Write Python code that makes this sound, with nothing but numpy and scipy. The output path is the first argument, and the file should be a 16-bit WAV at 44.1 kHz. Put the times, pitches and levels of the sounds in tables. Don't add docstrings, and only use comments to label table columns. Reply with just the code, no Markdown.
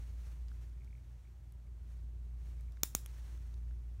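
import sys
import numpy as np
from scipy import signal
from scipy.fft import rfft, irfft
from scipy.io import wavfile
from scipy.ndimage import uniform_filter1d

SR = 44100
rng = np.random.default_rng(int(sys.argv[2]) if len(sys.argv) > 2 else 0)


def store_pcm(level_fs):
    pcm = np.round(np.clip(level_fs, -1, 1) * 32767).astype(np.int16)
    wavfile.write(sys.argv[1], SR, np.atleast_2d(pcm).T)


N = 176400


def amp(db):
    return 10 ** (np.asarray(db) / 20)


def unit_rms(x):
    return x / np.sqrt(np.mean(x ** 2) + 1e-20)


def curve_at(points, hz):
    point_hz, value = np.transpose(points)
    return np.interp(np.log(hz + 1), np.log(point_hz + 1), value)


def fader(points):
    return amp(np.interp(np.arange(N) / SR, *np.transpose(points)))


def add(mix, start_s, sound):
    part = mix[round(start_s * SR):][:len(sound)]
    part += sound[:len(part)]


def decay(t, t60):
    return np.exp(-np.log(1000) * t / t60)


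def noise(spectrum, size, top_hz=15800):
    hz = np.fft.rfftfreq(size, 1 / SR)
    white = rfft(rng.standard_normal(size))
    return unit_rms(irfft(white * amp(curve_at(spectrum, hz)) * (hz < top_hz), size))


def band_pass(x, edges_hz):
    return signal.sosfilt(signal.butter(2, edges_hz, "band", fs=SR, output="sos"), x)


def high_pass(x, hz):
    return signal.sosfilt(signal.butter(2, hz, "high", fs=SR, output="sos"), x)


def ring(modes, t):
    return sum(amp(db) * decay(t, t60) * np.sin(2 * np.pi * hz * t) for hz, db, t60 in modes)


# frequency in Hz, relative level in dB.
FLOOR_TONE = [(100, 7.5), (700, 3.5), (1500, -1.5), (2600, -5), (4800, -9.5), (6300, -9), (9000, -10.5),
              (10400, -18), (11500, -12), (14000, -16), (15700, -17)]
HISS_TONE = [(200, -1), (600, 0), (900, -2.5), (1400, -2.5), (2200, -2.5), (3200, -7.5), (4400, -7),
             (4950, -11.5), (5600, -6), (6500, -7), (7600, -11), (9200, -10), (10400, -15), (11700, -13),
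             (14000, -16.5), (15700, -17.5)]
# time in seconds, level in dB.
HISS_SWELLS = [(0, -67.5), (.15, -74), (.27, -67.5), (.41, -76), (.65, -73), (.75, -80), (1.15, -78.5),
               (1.5, -84), (1.75, -84.5), (1.92, -75), (2.12, -83.5), (2.34, -81.5), (2.47, -71),
               (2.62, -78), (2.8, -79), (3.05, -69), (3.345, -68), (3.38, -73.5), (3.54, -74.5),
               (3.63, -79), (4, -79.5)]


def hiss(floor_db=-76.5, flutter_db=1.1):
    flutter = amp(flutter_db * unit_rms(uniform_filter1d(rng.standard_normal(N), size=900)))
    bright = unit_rms(high_pass(noise(HISS_TONE, N), hz=196))
    return amp(floor_db) * noise(FLOOR_TONE, N) + fader(HISS_SWELLS) * flutter * bright


# time in seconds, level in dB.
HUM_SWELL = [(0, -44), (.45, -43.3), (.95, -48), (1.3, -53.5), (1.65, -49), (2.05, -44.3), (2.55, -43.5),
             (2.88, -47.5), (3.2, -44.7), (3.7, -42.5), (4, -45)]
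# frequency in Hz, relative level in dB.
RUMBLE_TONE = [(12, -30), (28, -18), (40, -12), (55, 0), (75, 2.5), (95, 0.5), (105, -11), (130, -4.5),
               (150, -10), (175, -17), (250, -21.5), (320, -26), (370, -23), (460, -35), (560, -37),
               (1000, -42.5), (2500, -61.5)]


def hum_and_rumble(deep_hz=58.02, upper_hz=119, upper_db=-65, rumble_db=-55.5):
    phase_per_hz = 2 * np.pi * np.arange(N) / SR
    swell = fader(HUM_SWELL)
    hum = swell * np.sin(deep_hz * phase_per_hz) + amp(upper_db) * np.sin(upper_hz * phase_per_hz)
    rumble = amp(rumble_db) * unit_rms(swell ** 0.3) * noise(RUMBLE_TONE, N)
    return np.sqrt(2) * hum + rumble


# start in seconds, then low, mid and high band levels in dB.
HANDLING_TICKS = [(.4838, -62, -59.5, -75), (.490, -69, -64, -76), (0.5162, -55, -72, -82),
                  (.846, -75, -65.5, -72), (1.523, -71, -73, -63.5), (2.609, -67, -68, -62.5),
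                  (2.722, -71, -65, -65), (2.7713, -59, -66, -78), (3.185, -63, -70, -75),
                  (3.3757, -57, -62, -81), (3.5412, -72, -62.5, -72), (3.7102, -57, -81, -82)]


def handling_ticks(t60=0.0099, bands_hz=((1000, 1940), (3000, 6400), (8000, 14000))):
    out, t = np.zeros(N), np.arange(SR // 10) / SR
    for start_s, *levels_db in HANDLING_TICKS:
        burst = sum(amp(db) * unit_rms(band_pass(rng.standard_normal(len(t)), edges_hz))
                    for db, edges_hz in zip(levels_db, bands_hz))
        add(out, start_s, decay(t, t60) * burst)
    return out


# start in seconds, level in dB.
GRIP_SLIPS = [(.778, -68), (.809, -62), (.819, -58.5), (.836, -65), (.877, -59), (.907, -64), (.930, -56),
              (.953, -58), (0.982, -62), (1.253, -65), (1.274, -63), (1.672, -65), (2.6, -62), (2.685, -62),
              (2.772, -62)]
# frequency in Hz, relative level in dB, t60 in seconds.
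CREAK_MODES = [(2240, 0.5, 0.015), (2365, -8, 0.017)]


def grip_creak(rise_s=0.00159):
    out, t = np.zeros(N), np.arange(SR // 10) / SR
    attack = np.minimum(t / rise_s, 1)
    for start_s, db in GRIP_SLIPS:
        detune = rng.uniform(.98, 1.02)
        add(out, start_s - rise_s, amp(db) * attack * ring(CREAK_MODES, t * detune))
    return out


# frequency in Hz, relative level in dB.
ROOM_TONE = [(200, -11.5), (600, -16), (1100, -7), (2200, -4.5), (2900, -9), (3650, -1.5), (4600, -9.5),
             (5400, -1), (6300, -5), (7400, 1), (8200, -8), (9400, 0), (10100, -6), (11000, 1.5),
             (12500, -9), (13500, -0.5), (14600, -5.5), (15800, -2)]
# frequency in Hz, t60 in seconds.
ROOM_T60 = [(300, 0.3), (2000, 0.16), (7000, 0.27), (10500, 0.22), (15000, 0.23)]


def room_tail(t, level_db=-46.5, build_s=0.0045):
    hz, frame_s, bands = signal.stft(noise(ROOM_TONE, len(t)), SR, nperseg=256)
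    bands *= decay(frame_s, curve_at(ROOM_T60, hz)[:, None])
    tail = signal.istft(bands, SR, nperseg=256)[1][:len(t)]
    return amp(level_db) * tail * (1 - np.exp(-t / build_s))


# frequency in Hz, level in dB, t60 in seconds.
CATCH_MODES = [(2450, -56, 0.0079), (3300, -45, 0.0066), (5840, -54, 0.0055), (6450, -48, 0.0089),
               (8750, -52, 0.0044), (9370, -44, 0.0074), (11300, -42.5, 0.0048)]


def catch_tick(start_s=3.0611, room_db=-30):
    out, t = np.zeros(N), np.arange(SR // 2) / SR
    add(out, start_s, ring(CATCH_MODES, t) + amp(room_db) * room_tail(t))
    return out


# frequency in Hz, relative level in dB, t60 in seconds.
ARM_MODES = [(330, -30.5, 0.0066), (700, -25.5, 0.0042), (1173, -26.5, 0.0051), (2320, -31, 0.0097),
             (3510, -28, 0.0068), (4540, -33.5, 0.0092), (5690, -34, 0.0087), (6040, -27.5, 0.0081),
             (6670, -16, 0.005), (7620, -33, 0.011), (8530, -28.5, 0.0086), (9240, -27.5, 0.0083),
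             (10910, -26, 0.011), (12100, -34.5, .005), (14000, -30, .008), (14700, -28, .011),
             (15300, -34.5, 0.012)]
AFTER_RING = [(7320, -60.5, 0.16), (7680, -60.5, .11), (9226, -71, .15), (9670, -74.5, .17),
              (10810, -68.5, .13), (14265, -60, 0.11), (14700, -67, .14), (15140, -58, .13)]


def snap(level_db, thump_db, low_db, mid_db, top_db, rebound_s, rebound_share, room_db):
    t = np.arange(SR // 2) / SR
    hz = np.fft.rfftfreq(len(t), 1 / SR)
    attack = np.minimum(t / 0.00022, 1)
    rattle = amp(-36) * noise(ROOM_TONE, len(t)) * decay(t, t60=0.016)
    steel = (ring(ARM_MODES, t) + rattle) * attack + ring(AFTER_RING, t)
    eq = amp(curve_at([(1200, low_db), (6000, mid_db), (10500, 0.014), (14500, top_db)], hz))
    rebound = 1 + rebound_share * np.exp(-2j * np.pi * hz * rebound_s)
    steel = irfft(rfft(steel) * eq * rebound, len(t))
    steel *= t < t[-1] / 2
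    thump = ring([(190, thump_db, 0.013)], t)
    sound = amp(level_db) * (steel + amp(room_db) * room_tail(t)) + thump
    return high_pass(sound, hz=150)


# start in seconds, level in dB, thump in dB, low, mid and top EQ in dB,
# rebound delay in seconds, rebound as a share of the hit, room send in dB.
RATCHET_SNAPS = [(2.8335, -0.5, -39, -0.5, 5.2, 8, 0.000525, 0.22, 0.5),
                 (2.95, -1.4, -30.5, -2.5, 2, 4, 0.000124, 0.25, -1)]


def ratchet():
    out = np.zeros(N)
    for start_s, *settings in RATCHET_SNAPS:
        add(out, start_s, snap(*settings))
    return out


def scene():
    return (hiss() + hum_and_rumble() + handling_ticks() + grip_creak() + catch_tick() + ratchet())[None]


def record(dry):
    taps = signal.firwin(255, 16500, window=("kaiser", 9), fs=SR)
    return signal.oaconvolve(dry, taps[None], "same")


dry = scene()
out = record(dry)
store_pcm(out)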